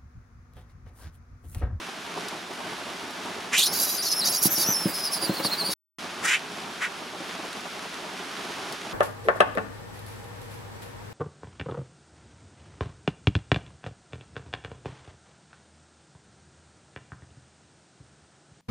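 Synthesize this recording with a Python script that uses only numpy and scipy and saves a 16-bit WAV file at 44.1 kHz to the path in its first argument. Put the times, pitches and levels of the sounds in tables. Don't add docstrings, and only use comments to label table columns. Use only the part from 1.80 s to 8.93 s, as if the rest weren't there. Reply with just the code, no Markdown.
import sys
import numpy as np
from scipy import signal
from scipy.fft import rfft, irfft, next_fast_len
from scipy.io import wavfile
from scipy.ndimage import uniform_filter1d, map_coordinates

SR = 44100
rng = np.random.default_rng(int(sys.argv[2]) if len(sys.argv) > 2 else 0)


def file_out(sig):
    cols = np.atleast_2d(sig).T
    lim = np.clip(cols, -1, 1)
    pcm = np.round(lim * 32767).astype(np.int16)
    wavfile.write(sys.argv[1], SR, pcm)


N = 314433
MUTE_START_S, MUTE_END_S = 3.938, 4.185

# f/Hz, level/dB
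RUSH_SPECTRUM = [(15, -75), (25, -30.5), (69, -25.5), (91, -10.5), (141, -11.5), (177, 0.5), (216, -2.5),
                 (253, -1), (289, -2.5), (405, 0.5), (517, -7.5), (648, -1.5), (868, -2.5), (1200, -5),
                 (1560, -27.5), (2640, -120)]
# f/Hz, level/dB
HISS_SPECTRUM = [(710, -17), (1200, -5), (1350, -3), (1520, -3), (1900, -6), (3460, -7.5), (4200, -10.5),
                 (5610, -13), (8070, -21), (10500, -21), (14500, -35.5), (15500, -38.5)]
# f/Hz, likeness/0-1
STEREO_LIKENESS = [(60, 0.33), (130, 0.93), (290, 0.94), (640, 0.86), (1410, 0.64), (3100, 0.73),
                   (6820, 0.86), (15000, 0.26)]
# t/s, level/dB
NEAR_DROPS = [(0.4841, -25.5), (0.7345, -34), (1.3076, -32), (5.6523, -34.5), (5.7289, -29.5),
              (5.8074, -32), (6.8814, -44), (6.9242, -25)]
# f/Hz, t60/s
PORCH_DECAY = [(200, 0.26), (2000, 0.2), (10000, 0.15)]
# t/s, level/dB, slap offset/dB, hardness/(dB per octave)
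CHAIR_BLOWS = [(1.909, -37, -1, 7.5), (2.03, -32, 5.5, -4), (2.478, -32, 6.5, -13), (2.653, -12.5, -11, -8),
               (2.777, -24.5, 0, -4), (2.885, -18, -6, -10), (3.054, -12.5, -18, -2.5),
               (3.428, -30, -1, 7.5), (3.492, -13, -19, -1.5), (3.597, -26.5, 6, 6), (3.648, -23.5, 4.5, 0),
               (3.888, -30, 1, 6), (5.401, -34.5, 0, 8), (5.593, -38, -10, 4)]
# f/Hz, level/dB, t60/s
CHAIR_MODES = [(137, -8.5, 0.073), (198, 7.5, 0.051), (248, 3.5, 0.062), (291, 0.5, 0.063),
               (315.5, -0.5, 0.12), (402, -16.5, 0.15), (548, -7, 0.13), (777, -17.5, 0.11)]
# f/Hz, level/dB
SLAP_SPECTRUM = [(100, -14.5), (500, -6), (900, -1), (1500, -16.5), (3000, -13.5), (8000, -38.5),
                 (16000, -55.5)]
# t/s, level/dB
SHUFFLE_LEVELS = [(1.8, -61), (2.3, -43), (2.85, -38), (3.3, -45), (3.7, -36.5), (3.95, -47)]
# t/s, hold/s, first and last mouth resonance/Hz, body/dB, swell over the hold/dB, rasp/dB
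BARK_CALLS = [(1.746, 0.043, 2070, 2800, -22.5, -8.5, -29.5), (4.452, .083, 1790, 2235, -28, 7, -33),
              (5.028, 0.016, 1820, 1920, -27, 0, -43.5)]
# f/Hz, width/Hz, level/dB
THROAT_RESONANCES = [(5300, 1800, -2.5), (7410, 900, 1.5), (10000, 720, -5)]
# t/s, pitch/Hz, level/dB
SCREAM_CONTOUR = [(1.76, 2884, -42), (1.79, 3640, -26), (1.822, 3440, -26), (1.88, 5110, -34),
                  (1.95, 5620, -36), (2.16, 5605, -33.5), (2.35, 5250, -34), (2.385, 5550, -30),
                  (2.56, 5660, -29), (2.695, 5750, -38.5), (2.718, 6400, -30), (2.76, 5736, -30.5),
                  (2.84, 5510, -30.5), (2.92, 6250, -26.5), (2.955, 5450, -28.5), (3.03, 5280, -33.5),
                  (3.12, 4900, -44)]
# t/s, length/s, pitch drop/share, gain/dB, overtone gain/dB
PITCH_SLIPS = [(2.164, .066, .145, 5.5, 5), (2.396, .066, .27, 3, -7), (2.477, .05, .09, -4, 5),
               (2.574, .04, .04, -2, 5.5)]
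# t/s, length/s, level/dB, overtones/dB, roughness
STRAIN_SURGES = [(1.772, 0.048, -25.5, -25, 0.63), (1.83, 0.049, -27, -28, .9),
                 (1.927, 0.084, -32.5, -31.5, 1.1), (2, 0.065, -30, -27, 0.83),
                 (2.054, .12, -34.5, -33, 1.04), (2.225, 0.065, -29.5, -33.5, 0.88),
                 (2.308, 0.031, -23.5, -30.5, 0.57), (2.449, 0.043, -24.5, -30.5, 1),
                 (2.522, .05, -28, -31.5, 1.1), (2.62, 0.059, -31, -24.5, 0.8),
                 (2.708, 0.052, -32.5, -28.5, 0.4), (2.775, 0.066, -29.5, -27.5, 0.9)]
# t/s, length/s, first pitch/Hz, pitch fall/share, level/dB, overtones/dB, roughness
YELP_CALLS = [(3.135, 0.086, 5250, 0.0097, -34.5, -37.5, .42),
              (3.223, .068, 5260, .055, -31.5, -38.5, 0.33), (3.313, .07, 5470, .11, -32.5, -34, .46),
              (3.412, .06, 5060, .1, -31.5, -33.5, .38), (3.551, 0.037, 4565, .06, -34, -44, 0.4),
              (3.637, .045, 4920, .17, -25.5, -31.5, .5), (3.715, .034, 4340, .07, -27, -47.5, 0.2),
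              (3.783, .046, 4700, .11, -29, -39, .14), (3.839, 0.062, 4710, .035, -29.5, -34.5, .18),
              (3.9, .05, 4700, -.04, -33.5, -33.5, 0.8)]
# f/Hz, gain/dB
SCREAM_COLOUR = [(1200, -46), (2700, -17.5), (4000, -3), (6300, -6.5), (7300, -4.5), (8200, -7), (9200, 2),
                 (10600, 6.5), (12800, 4.5), (15500, 3)]
# f/Hz, level/dB
BREATH_SPECTRUM = [(2000, -29), (4000, -5), (6500, -0.5), (8200, -8), (9500, -4), (12800, 0.5), (15500, -6)]


def amp(db):
    return 10 ** (np.asarray(db) / 20)


def unit(x):
    return x / np.sqrt(np.mean(x ** 2) + 1e-20)


def along(points, hz):
    f, v = np.transpose(points)
    return np.interp(np.log(hz + 1), np.log(f), v)


def curves(rows):
    times, *columns = np.transpose(rows)
    return [np.interp(np.arange(N) / SR, times, column) for column in columns]


def between(start, end):
    t = np.arange(N) / SR
    return uniform_filter1d(1. 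* ((t > start) & (t < end)), size=64)


def swell(start, length, edge):
    t = np.arange(N) / SR
    inside = np.minimum(t - start, start + length - t)
    return .5 + .5 * np.sin(np.pi * np.clip(inside / edge, -.5, .5))


def toward(now, goal, weight):
    return now + weight * (goal - now)


def wobble(rate):
    return map_coordinates(rng.standard_normal(int(N * rate / SR) + 4), [np.arange(N) * rate / SR])


def filtered(x, response):
    size = next_fast_len(N + SR // 4)
    return irfft(rfft(x, size) * response(np.fft.rfftfreq(size, 1 / SR)), size)[..., :N]


def coloured(x, spectrum):
    return filtered(x, lambda hz: amp(along(spectrum, hz)))


def noise(spectrum):
    return unit(coloured(rng.standard_normal(N), spectrum))


def add(track, start, sound):
    part = track[max(round(start * SR), 0):][:len(sound)]
    part += sound[:len(part)]


def spread(pair, spectrum):
    def response(hz):
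        angle = np.arccos(np.clip(along(STEREO_LIKENESS, hz), -1, 1)) / 2
        return amp(along(spectrum, hz)) * [np.cos(angle), np.sin(angle)]

    mid, side = filtered(pair, response)
    return unit(np.array([mid + side, mid - side]))


def far_rain(rush_db=-40.5, hiss_db=-38.5, drift_db=.72, drops_per_s=900, patter=.45):
    rush = spread(rng.standard_normal((2, N)), RUSH_SPECTRUM) * amp(2.38 * wobble(45))
    hits = (rng.random((2, N)) < drops_per_s / SR) * rng.standard_normal((2, N))
    hits *= amp(4 * rng.standard_normal((2, N)))
    hiss = spread(rng.standard_normal((2, N)) + patter * unit(hits), HISS_SPECTRUM)
    hiss *= amp(.44 * wobble(22))
    lean_right = amp([[-.4], [.4]])
    return (amp(rush_db) * rush + amp(hiss_db) * hiss) * amp(drift_db * wobble(6)) * lean_right


def near_drops(t60=.024, gain_db=-8):
    bursts, t = np.zeros(N), np.arange(SR // 10) / SR
    for start, db in NEAR_DROPS:
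        add(bursts, start, amp(db + gain_db - 60 * t / t60))
    return bursts * noise([(800, -26), (4000, 5), (8000, -2.5), (10500, -1.5), (15000, -15.5)])


def porch(direct, echo_s=.0069, echo_db=-6, tail_db=-16):
    def reflect(impulse):
        return signal.fftconvolve(direct[None], impulse / np.linalg.norm(impulse[0]), axes=1)[:, :N]

    hz, t, bands = signal.stft(rng.standard_normal((2, SR // 4)), SR, nperseg=256)
    tail = signal.istft(bands * amp(-60 * t / along(PORCH_DECAY, hz)[:, None]), SR, nperseg=256)[1]
    wall_decay = np.exp(-np.arange(tail.shape[1]) / SR / .0032)
    walls = lambda: rng.standard_normal(tail.shape) * (rng.random(tail.shape) < .1) * wall_decay
    turn = 2 * wobble(5)
    shifting = np.cos(turn) * reflect(walls()) + np.sin(turn) * reflect(walls())
    shifting = coloured(shifting, [(300, -22), (1500, -7), (5000, -10), (11000, -5)])
    echo_colour = [(400, -12.5), (1500, -1), (3000, 1.5), (6000, -5)]
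    echo = filtered(direct, lambda f: np.exp(-2j * np.pi * f * echo_s) * amp(along(echo_colour, f)))
    return direct + amp(echo_db) * echo + shifting + amp(tail_db) * reflect(tail)


def chair(ring_db=-5, slap_db=-7, slap_t60=.081, attack_s=.0022, low_cut_hz=118):
    thumps, slaps, t = np.zeros(N), np.zeros(N), np.arange(SR // 3) / SR
    for start, db, slap_offset_db, hardness in CHAIR_BLOWS:
        ring = 0
        for hz, mode_db, t60 in CHAIR_MODES:
            struck_db = mode_db + hardness * np.log2(hz / 200) + rng.normal(0, 1)
            ring += amp(struck_db - 60 * t / t60) * np.sin(2 * np.pi * hz * t)
        add(thumps, start + .0019, amp(db + ring_db) * ring * (1 - np.exp(-t / attack_s)))
        add(slaps, start, amp(db + slap_offset_db + slap_db - 60 * t / slap_t60))
    shuffle = amp(curves(SHUFFLE_LEVELS)[0] + 3.7 * wobble(35))
    shuffle *= between(SHUFFLE_LEVELS[0][0], SHUFFLE_LEVELS[-1][0])
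    fur = noise([(40, -32.5), (170, -5), (330, -6.5), (450, -9.5), (650, -5), (1400, -10.5),
                 (4000, -22), (12000, -18)])
    low_cut = signal.butter(4, low_cut_hz, "highpass", fs=SR, output="sos")
    return signal.sosfilt(low_cut, thumps + slaps * noise(SLAP_SPECTRUM) + shuffle * fur)


def bark_shapes(attack_s=.034, release_s=.053, depth_db=28.5, closing_hz_per_s=3500):
    t = np.arange(N) / SR
    shapes = []
    for start, hold, first_hz, last_hz, body_db, swell_db, rasp_db in BARK_CALLS:
        opening = np.clip((t - start) / hold, 0, 1)
        before, after = np.maximum(start - t, 0), np.maximum(t - start - hold, 0)
        fade_db = -depth_db * ((before / attack_s) ** 2 + (after / release_s) ** 2)
        mouth_hz = toward(first_hz, last_hz, opening) - closing_hz_per_s * np.minimum(after, release_s)
        shapes.append([mouth_hz, body_db + swell_db * opening + fade_db, rasp_db + fade_db])
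    shapes = np.array(shapes)
    loudest = shapes[:, 1].argmax(axis=0)
    return shapes[loudest, :, np.arange(N)].T


def throat(hz):
    return sum((-1) ** k * amp(db) * 1j * hz * width / (centre ** 2 - hz ** 2 + 1j * hz * width)
               for k, (centre, width, db) in enumerate(THROAT_RESONANCES))


def barks(pulse_hz=410, width_hz=480, air=.9):
    mouth_hz, body_db, rasp_db = bark_shapes()
    cycles = np.cumsum(pulse_hz * np.exp(.25 * wobble(500))) / SR
    snaps = np.flatnonzero(np.diff(np.floor(cycles)) > 0)
    strength, detune, offset = rng.standard_normal((len(snaps), 3)).T
    size = amp(1.5 * strength)
    t = np.arange(256) / SR
    ring_hz = mouth_hz[snaps] * np.exp(.092 * detune)
    phase = 2 * np.pi * ring_hz[:, None] * t + .5 * offset[:, None]
    rings = size[:, None] * np.exp(-np.pi * width_hz * t) * (1 - np.exp(-t / .00019)) * np.sin(phase)
    body = np.bincount((snaps[:, None] + np.arange(len(t))).ravel(), rings.ravel(), N)[:N]
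    body_colour = [(500, -20), (1000, -1.5), (1400, 1), (2000, -1), (3100, 4), (4200, 4), (9000, -.5)]
    pulses = np.bincount(snaps, size, N)
    puffs = signal.lfilter([1], [1, -np.exp(-1 / (.003 * SR))], pulses) * rng.standard_normal(N)
    rasp = unit(filtered(.3 * unit(pulses) + air * unit(puffs), throat))
    return amp(body_db) * unit(coloured(body, body_colour)) + amp(rasp_db) * rasp


def yelps(sag=.07, edge_s=.04):
    t = np.arange(N) / SR
    pitch = SCREAM_CONTOUR[-1][1]
    rough, level_db, overtone_db = .45, -45.5, -56.5
    for start, length, first_hz, fall, db, high_db, harsh in YELP_CALLS:
        progress = np.clip((t - start) / length, -.2, 1.2)
        arch = first_hz * (1 - fall * progress - sag * (progress - .5) ** 2)
        pitch = toward(pitch, arch, np.clip(2 * (t - start) / edge_s + 1, 0, 1))
        effort = swell(start, length, edge_s)
        rough = toward(rough, harsh, effort)
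        level_db = toward(level_db, db, effort)
        overtone_db = toward(overtone_db, high_db, effort)
    return np.array([pitch, rough, level_db, overtone_db])


def held_scream(flip_s=.026):
    pitch, level_db = curves(SCREAM_CONTOUR)
    rough, overtone_db = .24, level_db - 4
    for start, length, drop, gain_db, high_db in PITCH_SLIPS:
        slip = swell(start + length / 4, length / 2, length / 2)
        pitch *= 1 - drop * slip
        level_db += gain_db * slip
        overtone_db += high_db * slip
    for start, length, db, high_db, harsh in STRAIN_SURGES:
        strain = swell(start, length, flip_s)
        rough = toward(rough, harsh, strain)
        level_db = toward(level_db, db, strain)
        overtone_db = toward(overtone_db, high_db, strain)
    return np.array([pitch, rough, level_db, overtone_db])


def scream(flutter_hz=790, hoarse=1.1, jitter=.0082, quaver=.016, quiver_db=1.5, third_db=-14, air_db=-1):
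    held = np.arange(N) / SR < SCREAM_CONTOUR[-1][0]
    pitch, rough, level_db, overtone_db = np.where(held, held_scream(), yelps())
    rough = np.clip(rough, 0, 1)
    phase = 2 * np.pi * np.cumsum(pitch * (1 + jitter * wobble(250) + quaver * wobble(55))) / SR
    flutter = 2 * np.pi * np.cumsum(flutter_hz * (1 + .11 * wobble(70))) / SR
    noise_band = lambda angle, width: wobble(width) * np.sin(angle) + wobble(width) * np.cos(angle)
    levelled = lambda x: x / np.sqrt(np.abs(uniform_filter1d(x ** 2, size=700)) + 1e-6)

    def harmonic(k):
        blur = np.clip(np.sqrt(k) * hoarse * rough + .15, 0, .97)
        core = np.sqrt(1 - blur ** 2) * np.sin(k * phase) + blur * noise_band(k * phase, 700 * k)
        sides = sum(noise_band(k * phase + n * flutter, 170 * k) / abs(n) for n in (-2, -1, 1, 2))
        chaos = noise_band(k * phase, 2600 * k)
        return (1 - .55 * rough) * core + .6 * rough ** 2 * sides + .58 * k ** .6 * rough * chaos

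    third = harmonic(3) * (3 * pitch < SR * .4)
    fundamental = levelled(coloured(harmonic(.99), SCREAM_COLOUR))
    breath = amp(air_db) * rough * noise(BREATH_SPECTRUM)
    overtones = levelled(coloured(harmonic(2) + amp(third_db) * third, SCREAM_COLOUR))
    voice = amp(level_db) * fundamental + amp(overtone_db) * levelled(overtones + breath)
    unsteady_effort = amp(1.2 * rough * wobble(220) + quiver_db * wobble(60))
    return voice * unsteady_effort * between(SCREAM_CONTOUR[0][0], MUTE_START_S)


def scene():
    return porch(scream() + barks() + chair() + near_drops()) + far_rain()


def record(dry, low_hz=32, top_hz=15830):
    interrupted = dry * (1 - between(MUTE_START_S, MUTE_END_S))
    return filtered(interrupted, lambda hz: (hz < top_hz) * hz ** 2 / (hz ** 2 + low_hz ** 2))


dry = scene()
out = record(dry)
file_out(out)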